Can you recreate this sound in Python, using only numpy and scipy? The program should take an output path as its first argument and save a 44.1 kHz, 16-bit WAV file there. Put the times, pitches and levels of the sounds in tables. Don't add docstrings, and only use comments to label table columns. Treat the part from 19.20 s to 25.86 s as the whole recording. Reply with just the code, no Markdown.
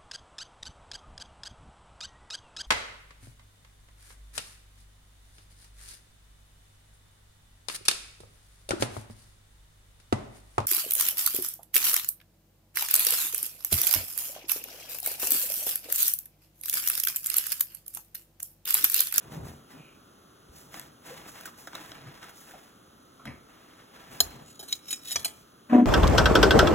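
import sys
import numpy as np
from scipy import signal
from scipy.fft import rfft, irfft, next_fast_len
from scipy.io import wavfile
from scipy.ndimage import uniform_filter1d

SR = 44100
rng = np.random.default_rng(int(sys.argv[2]) if len(sys.argv) > 2 else 0)


def output_pcm(signal):
    pcm = np.clip(np.atleast_2d(signal).T, -1, 1) * 32767
    wavfile.write(sys.argv[1], SR, np.round(pcm).astype(np.int16))


N = 293645

# frequency in Hz, level in dB, t60 in seconds.
PANEL_MODES = [(310.5, -13, 0.11), (496, -12.5, 0.037), (719, 0.5, 0.015), (980, -6.5, 0.022),
               (1247, -1, 0.015), (1538, 1.5, 0.012), (2130, 4.5, 0.0058), (3290, -1.5, 0.012),
               (3950, -4.5, 0.011), (5350, -1.5, 0.0073), (9400, 2.5, 0.002)]
# frequency in Hz, level in dB, t60 in seconds.
PLATE_MODES = [(3170, 2, 0.03), (3900, -1, 0.021), (4130, 2.5, 0.047), (5250, 5.5, 0.025), (6877, 7, 0.032),
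               (8630, -2, 0.019), (9650, -3, 0.03), (10400, 0, 0.02), (11340, -1.5, 0.075),
               (12230, -3, 0.025), (13960, -4, 0.05), (14868, -2, 0.094)]


def from_db(db):
    return 10 ** (np.asarray(db) / 20)


def rms_one(x):
    return x / np.sqrt(np.mean(x ** 2) + 1e-20)


def peak_one(x):
    return x / np.sqrt(uniform_filter1d(x ** 2, size=44).max())


def even(x, samples):
    return x / np.sqrt(np.abs(uniform_filter1d(x ** 2, samples)) + 1e-12)


def cut(x, hz, kind, order=2):
    return signal.sosfilt(signal.butter(order, min(hz, .45 * SR), kind, fs=SR, output="sos"), x)


def add(track, start_s, sound):
    i = int(start_s * SR)
    track[i:i + len(sound)] += sound[:N - i]


def pan_left(x, db):
    return x * from_db([[db], [-db]])


def wander(hz, samples=N):
    return rms_one(cut(rng.standard_normal(samples), hz, "low"))


def at_hz(points, hz):
    points_hz, values = np.transpose(points)
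    return np.interp(np.log(hz + 0.0016), np.log(points_hz), values)


def coloured(pair, spectrum):
    # frequency in Hz, left-right correlation.
    likeness = [(60, 1), (250, .88), (700, 0.069), (1300, 0.11), (2500, 0.91), (5000, 1), (15000, 1)]
    size = next_fast_len(N)
    hz = np.arange(size // 2 + 1) * SR / size
    low_hz, high_hz = spectrum[0][0], spectrum[-1][0]
    band_edges = np.sqrt((1 + (low_hz / (hz + 1)) ** 6) * (1 + (hz / high_hz / 1.2) ** 8))
    mid, side = rfft(pair, size) * from_db(at_hz(spectrum, hz)) / band_edges
    alike = np.clip(at_hz(likeness, hz), 0, 1)
    stereo = np.sqrt(1 + alike) * mid + np.sqrt(1 - alike) * side * [[1], [-1]]
    return rms_one(irfft(stereo, size)[:, :N])


def ring(push, modes, vary_db=0):
    out = 0
    for k, (hz, db, t60_s) in enumerate(modes):
        r, w = from_db(-60 / (t60_s * SR)), 2 * np.pi * hz / SR
        gain = (-1) ** k * from_db(db + vary_db * rng.standard_normal())
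        out = out + gain * signal.lfilter([0, np.sin(w)], [1, -2 * r * np.cos(w), r * r], push + 1e-18)
    return out


def favour(modes, centre_hz, boost_db):
    return [(hz, db + boost_db * np.exp(-(np.log(hz / centre_hz) / 0.09) ** 2), t60_s)
            for hz, db, t60_s in modes]


def contact(length_s, chatter, samples=11000):
    t = np.arange(samples) / SR
    touches = rng.standard_normal(samples) * (rng.random(samples) < .3)
    push = chatter * touches * from_db(-30 * t / length_s)
    push[0] = 1
    return push


def grains(per_s, spread_db, smooth):
    sizes = from_db(spread_db * np.minimum(rng.exponential(1, (2, N)), 4))
    signs = rng.choice([-1, 1], (2, N))
    slips = sizes * signs * (rng.random((2, N)) < per_s / SR)
    return rms_one(slips) + smooth * rng.standard_normal((2, N))


def grip(depth_db):
    return rms_one(from_db(depth_db * wander(hz=30)))


def swells(events, rise_db_per_s, fall_db_per_s, sag_db_per_s=0):
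    step_samples = 44
    t = np.arange(0, N + step_samples, step_samples) / SR
    power = 1e-14
    for start_s, length_s, db in events:
        drop_db = (rise_db_per_s * np.maximum(start_s - t, 0)
                   + sag_db_per_s * np.clip(t - start_s, 0, length_s)
                   + fall_db_per_s * np.maximum(t - start_s - length_s, 0))
        power = power + from_db(db - drop_db) ** 2
    return np.interp(np.arange(N) / SR, t, np.sqrt(power))


def room_tone():
    # frequency in Hz, relative density in dB.
    spectrum = [(40, -8), (100, -3), (280, 1), (500, -5), (950, -12), (1320, -3), (1700, -15), (2400, -22),
                (3250, -14), (4200, -19), (5500, -22), (6350, -18), (7700, -25), (15500, -25)]
    # frequency in Hz, level in dB, t60 in seconds.
    whine_modes = [(6200, -6.5, 0.0083), (11000, 2, 0.0082)]
    noise = coloured(rng.standard_normal((2, N)), spectrum)
    whine = rms_one(ring(rng.standard_normal(N), whine_modes))
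    return from_db(-56.5) * noise + from_db(-73.5) * whine


def stroke(events):
    return swells(events, rise_db_per_s=428, fall_db_per_s=133, sag_db_per_s=4.5)


def within_box(x):
    # delay in seconds, gain in dB.
    echoes = [(.0011, -17), (.0023, -41.5), (.0037, -27.5), (.0061, -9.5)]
    t = np.arange(N) / SR
    return x + sum(from_db(db) * np.array([np.interp(t - delay_s, t, side, left=0) for side in x])
                   for delay_s, db in echoes)


def box_rustle():
    # start and length in seconds, rub and hiss levels in dB.
    strokes = [(0.009, 0.045, -57, -59), (0.119, 0.018, -46.5, -49), (0.252, 0.036, -51, -50),
               (0.508, 0.017, -52.5, -56.5), (1.362, 0.038, -56.5, -48), (1.543, 0.032, -45, -46),
               (1.87, 0.042, -44.5, -46.5), (1.97, .1, -48.5, -55), (2.08, 0.03, -51, -48),
               (2.167, 0.095, -48, -52), (2.395, 0.006, -50.5, -45), (2.551, 0.01, -40.5, -51),
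               (2.606, 0.086, -50, -52), (2.714, 0.19, -48.5, -95), (2.94, 0.069, -52.5, -58.5),
               (3.03, 0.05, -48, -58.5), (3.164, 0.046, -55, -48.5), (3.275, 0.027, -52, -53.5),
               (3.332, 0.13, -55.5, -58.5), (4.3, 0.38, -56, -69), (4.74, 0.13, -50.5, -62),
               (4.916, 0.19, -48, -50), (5.107, 0.11, -54.5, -102), (6.146, 0.039, -72, -55.5)]
    # frequency in Hz, relative density in dB.
    rub_spectrum = [(150, 4.5), (400, 3.5), (1500, 4.5), (3500, -3), (8000, -14), (15500, -14.5)]
    hiss_spectrum = [(3000, -2.5), (6500, 5), (15500, 2)]
    start_s, length_s, rub_db, hiss_db = np.transpose(strokes)
    rubbing = stroke(zip(start_s, length_s, rub_db))
    sliding = stroke(zip(start_s, length_s, hiss_db))
    fibres = grains(per_s=1300, spread_db=2.5, smooth=1.0)
    panels = from_db(-11) * rms_one(ring(fibres[1], PANEL_MODES))
    rub = from_db(-3.5) * rubbing * (coloured(fibres, rub_spectrum) + panels)
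    crust = grains(per_s=13000, spread_db=4.0, smooth=0.76)
    hiss = from_db(-4) * sliding * coloured(crust, hiss_spectrum)
    snaps = grains(per_s=70, spread_db=1.5, smooth=0)[0]
    crackle = from_db(-11.5) * rubbing * rms_one(ring(snaps, PANEL_MODES))
    return within_box((rub + hiss + crackle) * grip(depth_db=1.5))


def box_flex():
    # start in seconds, length in seconds, level in dB.
    flexes = [(.05, 0.065, -52.5), (.135, 0.13, -43.5), (.34, 0.024, -57), (.53, 0.078, -53.5),
              (1.32, 0.43, -60.5), (1.905, 0.19, -58), (2.4, 0.017, -61.5), (2.7, 0.26, -57),
              (4.07, 0.042, -48), (4.92, 0.024, -51), (5.025, 0.23, -57.5), (5.15, 0.047, -50),
              (5.975, 0.015, -52.5)]
    # frequency in Hz, relative density in dB.
    spectrum = [(25, -62), (50, -0.5), (90, -8), (140, 9.5), (190, -3), (280, -0.5), (450, -6), (800, -8)]
    rumble = coloured(grains(per_s=270, spread_db=4.0, smooth=0.78), spectrum)
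    return from_db(1.3) * stroke(flexes) * rumble


def hum(hz, rise_s):
    t = np.arange(SR // 2) / SR
    swell = t / rise_s * np.exp(1 - t / rise_s)
    waver = 1 + 0.085 * wander(hz=95, samples=len(t))
    return swell ** 2 * np.sin(2 * np.pi * np.cumsum(hz * waver) / SR)


def box_bumps():
    # start in seconds, level in dB, resonance in Hz, rise in seconds, thud in dB re the hum.
    bumps = [(.16, -34, 159, 0.02, -10), (.2, -44, 105, 0.023, -22), (0.265, -50.5, 231, 0.056, 1),
             (0.53, -48.5, 257, 0.022, -21), (1.29, -48.5, 68.5, 0.011, -11), (1.896, -42, 504, 0.021, -29),
             (2.853, -41, 131.6, 0.025, -35), (4.048, -39.5, 236, 0.027, -13), (4.06, -45, 131, 0.034, -24),
             (5.002, -34.5, 358, 0.0047, -13), (5.022, -48, 48.3, 0.044, -8)]
    out = np.zeros(N)
    for start_s, db, hz, rise_s, thud_db in bumps:
        bump = hum(hz, rise_s) + from_db(thud_db) * hum(hz=78.1, rise_s=0.05)
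        add(out, start_s, from_db(db) * bump)
    return pan_left(out, db=0.69)


def box_taps():
    # start in seconds, peak in dB, snap in dB re the body, favoured Hz, chatter in seconds.
    taps = [(0.254, -52, -8, 640, 0.021), (1.542, -36.5, -10, 886, 0.0098), (1.597, -25, 25, 2410, 0.0017),
            (1.615, -41, 9, 2340, 0.0046), (2.063, -38.5, -14, 730, 0.0062), (2.21, -35, 10, 1500, 0.012),
            (2.2564, -31, 5.5, 1530, 0.025), (2.273, -42, -5, 1260, 0.08), (2.4724, -35, -4, 1690, 0.026),
            (2.531, -38, -18, 1060, 0.022), (2.5518, -31.5, 0, 3760, 0.012), (2.58, -46, -12, 1550, 0.018),
            (2.66, -44, 3, 3670, 0.014), (2.718, -35.5, -4.5, 2450, 0.0057),
            (3.028, -41.5, -7, 1404, 0.024), (3.041, -44, -3, 1430, 0.027), (3.093, -45.5, 3, 1490, 0.043),
            (3.296, -48, 4, 1380, 0.014), (3.311, -41.5, 5, 1480, .005), (3.337, -42.5, -27, 683, 0.094),
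            (3.996, -48.5, -32, 1260, 0.12), (4.054, -37.5, -42, 636, 0.041),
            (4.055, -42, 25, 1950, 0.0088), (4.07, -38, -46, 2010, 0.14)]
    out = np.zeros(N)
    for start_s, db, snap_db, favoured_hz, chatter_s in taps:
        push = contact(chatter_s, chatter=0.45)
        body = peak_one(ring(push, favour(PANEL_MODES, favoured_hz, boost_db=18)))
        snap = from_db(snap_db) * peak_one(cut(push, 3600, "high", order=1))
        add(out, start_s, from_db(db) * peak_one(body + snap))
    return out


def box_squeak(start_s=0.573, length_s=0.12, db=-59.5):
    # frequency in Hz, level in dB, t60 in seconds.
    modes = [(2450, 6.5, 0.014), (3000, 2.2, 0.0098)]
    return stroke([(start_s, length_s, db)]) * rms_one(ring(rng.standard_normal(N), modes))


def blade_modes(bare, favoured_hz, boost_db, detune):
    # frequency in Hz, level in dB, t60 in seconds.
    loaded_modes = [(2418, -11.5, 0.05), (2990, -9, 0.059), (3856, 0, 0.054), (4920, -7, 0.02),
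                    (5373, -2.5, 0.071), (5900, -13, 0.032), (6830, -1.5, 0.074), (6890, -9, 0.024),
                    (7700, -12, 0.03), (8400, 4, 0.034), (9220, 1.5, 0.023), (10450, -8.5, 0.016),
                    (11200, -2.5, 0.043), (12300, -4, 0.028), (14300, -1, .03), (14840, -9, .04)]
    bare_modes = [(1990, -17, 0.16), (2370, -0.5, 0.018), (3036, -2.5, 0.065), (3340, -9, 0.19),
                  (4105, 2.5, 0.039), (4730, -5.5, 0.06), (5140, -1.5, 0.016), (5360, -7.5, 0.028),
                  (5900, -5, 0.048), (6480, -3, 0.029), (6985, -1, 0.12), (8270, -4, 0.07), (8750, -6, .05),
                  (9500, -0.5, .035), (10620, 0.5, 0.061), (12030, -5, 0.058), (12600, -5, 0.054),
                  (14500, -1, 0.04)]
    modes = favour(bare_modes if bare else loaded_modes, favoured_hz, boost_db)
    return [(hz * (1 + detune * rng.standard_normal()), db, t60_s) for hz, db, t60_s in modes]


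def clash(push, t60_s=0.033, samples=2200):
    burst = rng.standard_normal(samples) * from_db(-60 * np.arange(samples) / SR / t60_s)
    burst = cut(cut(burst, 2600, "high"), 12000, "low", order=1)
    return from_db(17.5) * signal.fftconvolve(push, burst / np.linalg.norm(burst))[:len(push)]


def clinks(damp_db=3.5, damp_s=0.0137):
    # start in seconds, peak in dB, plate re blade in dB, table knock in dB, favoured Hz,
    # its boost in dB, chatter in seconds, low-pass in Hz, blade bare 0/1.
    touches = [(5.0038, -8.5, 32, -14, 4130, 5.5, 0.0016, 14700, 0),
               (5.0093, -22, 4, -6, 11300, 3, 0.0033, 16300, 0),
               (5.393, -38.5, -2, -8.5, 3600, 4, 0.064, 15100, 0),
               (5.427, -40.5, -7, -3, 7000, -3, 0.069, 14300, 0),
               (5.4837, -39.5, -1, -12, 4000, 9, 0.018, 14100, 0),
               (5.526, -18.5, 2.5, -29, 3770, 5, 0.005, 10400, 0),
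               (5.682, -39, -16, -16, 11100, -2, 0.069, 16000, 0),
               (5.7065, -27, -7, -28, 10600, 10.5, 0.026, 15000, 0),
               (5.7281, -21.5, -24, -25.5, 2390, 8.5, 0.023, 11300, 0),
               (5.916, -27, -9, -26, 7800, 23, 0.007, 16000, 0),
               (5.9223, -26.5, -11, -32, 11200, 14, 0.007, 14000, 0),
               (5.9577, -18, -31, -15, 5560, 15.5, 0.012, 7550, 1),
               (5.963, -27.5, -17, -7, 2260, 12.5, 0.014, 8600, 1),
               (6.0457, -21.5, -23, -16.5, 3050, 8, 0.023, 15100, 1),
               (6.05, -25.5, -18, -28, 11000, 1, 0.029, 16300, 1),
               (6.055, -26.5, -19.5, -6.5, 4140, 15.5, 0.018, 15400, 1)]
    # frequency in Hz, level in dB, t60 in seconds.
    table_modes = [(80.8, -14, 0.25), (261.8, -9.5, 0.21), (405, -3, 0.062), (672, 3, 0.039),
                   (860, -1.5, 0.045), (1190, 0.5, 0.023), (1670, 6.5, 0.013)]
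    out = np.zeros(N)
    for start_s, db, plate_db, knock_db, favoured_hz, boost_db, chatter_s, top_hz, bare in touches:
        push = contact(chatter_s, chatter=0.33)
        t = np.arange(len(push)) / SR
        plate = cut(ring(push, favour(PLATE_MODES, favoured_hz, boost_db)), 2300, "high")
        blade = ring(push, blade_modes(bare, favoured_hz, boost_db, detune=0.0029), vary_db=4.0)
        hit = (from_db(plate_db) * plate + blade) / np.hypot(from_db(plate_db), 1)
        hit *= from_db(-damp_db * np.clip((t - chatter_s / 3) / damp_s, 0, 1))
        hit += from_db(knock_db) * ring(push, table_modes, vary_db=4.5) + clash(push)
        add(out, start_s, from_db(db) * peak_one(cut(hit, top_hz, "low")))
    return out


def blade_drag(pull_samples=26000):
    # slip time in seconds, peak in dB, build-up in dB/s, favoured Hz, blade bare 0/1.
    pulls = [(5.26, -72, 202, 7000, 0), (5.3, -52, 201, 7000, 0), (5.36, -57.5, 150, 7000, 0),
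             (5.525, -40, 237, 3840, 0), (5.66, -57, 600, 3840, 0), (5.716, -40, 262, 5330, 0),
             (5.745, -43, 900, 5330, 0), (5.874, -40.5, 303, 3840, 0), (5.901, -35.5, 454, 3840, 0),
             (5.927, -35.5, 606, 3840, 0), (6.001, -42.5, 258, 5430, 1), (6.072, -42, 500, 3355, 1)]
    out = np.zeros(N)
    catches = grains(per_s=650, spread_db=3.0, smooth=0.082)[0] * grip(depth_db=2.2)
    for slip_s, db, rise_db_per_s, favoured_hz, bare in pulls:
        first = int(slip_s * SR) - pull_samples // 2
        span = slice(first, first + pull_samples)
        modes = blade_modes(bare, favoured_hz, boost_db=10.5, detune=0.0048)
        steel = rms_one(ring(catches[span], modes, vary_db=3.0))
        china = from_db(-12) * rms_one(ring(catches[span], PLATE_MODES))
        splash = from_db(1) * rms_one(clash(catches[span]))
        rasp = even(steel + china + splash, samples=1300)
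        effort = swells([(slip_s, 0, db)], rise_db_per_s, fall_db_per_s=298)[span]
        add(out, first / SR, effort * rasp)
    return out


def chair(slip_hz=122.8, jitter=0.03, rise_db_per_s=2602):
    # start and length in seconds, then boom, judder and grit levels in dB.
    shoves = [(6.5, 0.015, -32, -47.5, -39.5), (6.529, 0.03, -13.5, -22.5, -34),
              (6.582, 0.019, -34, -24, -38.5)]
    # frequency in Hz, level in dB, t60 in seconds.
    frame_modes = [(164, -29.5, 0.14), (197, -9, 0.094), (236.8, 2.5, 0.32), (285, -2.5, 0.28),
                   (320, -3, 0.16), (341, -19, 0.19), (379, -15.5, 0.11), (436, -12.5, 0.19)]
    leg_modes = [(393, -12.5, 0.015), (500, 0, 0.039), (601, 2, 0.053), (734, -3.5, 0.15),
                 (983, -9.5, 0.099), (1180, -23, 0.045), (1300, -24, .06)]
    # frequency in Hz, relative density in dB.
    grit_spectrum = [(700, -9.5), (1200, -4.5), (2000, -13), (3000, -22), (4500, -32), (8000, -38.5),
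                     (15500, -41.5)]
    start_s, length_s, boom_db, judder_db, grit_db = np.transpose(shoves)
    throb_hz, throb_db, throb_peak_s = 27.2, 3.5, 6.555
    throb = from_db(throb_db * np.cos(2 * np.pi * throb_hz * (np.arange(N) / SR - throb_peak_s)))
    boom = throb * swells(zip(start_s, length_s, boom_db), rise_db_per_s, fall_db_per_s=56)
    judder = swells(zip(start_s, length_s, judder_db), rise_db_per_s, fall_db_per_s=480.5)
    grit = swells(zip(start_s, length_s, grit_db), rise_db_per_s, fall_db_per_s=289)
    cycles = np.cumsum(slip_hz * (1 + jitter * wander(hz=90))) / SR
    slips = np.diff(np.floor(cycles), prepend=0) * from_db(4.2 * rng.standard_normal(N))
    scatter = 0.018 * rng.standard_normal((2, N))
    push = cut(slips, 2600, "low") + scatter
    shake = push + 0.067 * rng.standard_normal(N)
    frame = boom * even(cut(ring(shake, frame_modes), 140, "high"), samples=700)
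    leg = judder * even(ring(push, leg_modes), samples=900)
    slip_pulses = rms_one(np.exp(-0.7 * (cycles % 1)))
    grinding = grit * slip_pulses * coloured(rng.standard_normal((2, N)), grit_spectrum)
    return pan_left(frame + leg, db=0.77) + grinding


def room(x, low_t60_s=0.47, high_t60_s=0.16):
    t = np.arange(SR // 2) / SR
    noise = rng.standard_normal((2, len(t))) * (1 - np.exp(-t / 0.017))
    low = cut(noise, 1600, "low") * from_db(-60 * t / low_t60_s)
    high = cut(noise, 2600, "high") * from_db(-60 * t / high_t60_s)
    return signal.fftconvolve(x[None], rms_one(low + high) / np.sqrt(len(t)), axes=1)[:, :N]


def stereo_phase(x, half_turn_hz=2130, step_rad=0.42):
    # frequency in Hz, lead of the left channel in radians.
    leads = [(0, 0), (250, -.2), (700, -.8), (1500, -.35), (2000, .8), (3750, 1.4), (4250, 2.1),
             (4700, 3.1), (5700, 4.7)]
    size = next_fast_len(N + 512)
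    hz = np.arange(size // 2 + 1) * SR / size
    climb_rad = np.pi * np.maximum(hz - leads[-1][0], 0) / half_turn_hz
    lead_rad = np.interp(hz, *np.transpose(leads)) + climb_rad + step_rad * np.sin(2 * climb_rad)
    return irfft(rfft(x, size) * np.exp(.5j * lead_rad * np.array([[1], [-1]])), size)[:, :N]


def scene():
    background = room_tone()
    taps = box_taps()
    box = box_rustle() + box_flex() + box_bumps() + taps + box_squeak()
    server = clinks() + blade_drag()
    reflections = room(from_db(-13) * taps + from_db(-14.5) * server)
    return stereo_phase(background + box + server + reflections + chair())


def record(dry, cutoff_hz=15900):
    return signal.sosfilt(signal.ellip(10, .2, 80, cutoff_hz, fs=SR, output="sos"), dry)


dry = scene()
out = record(dry)
output_pcm(out)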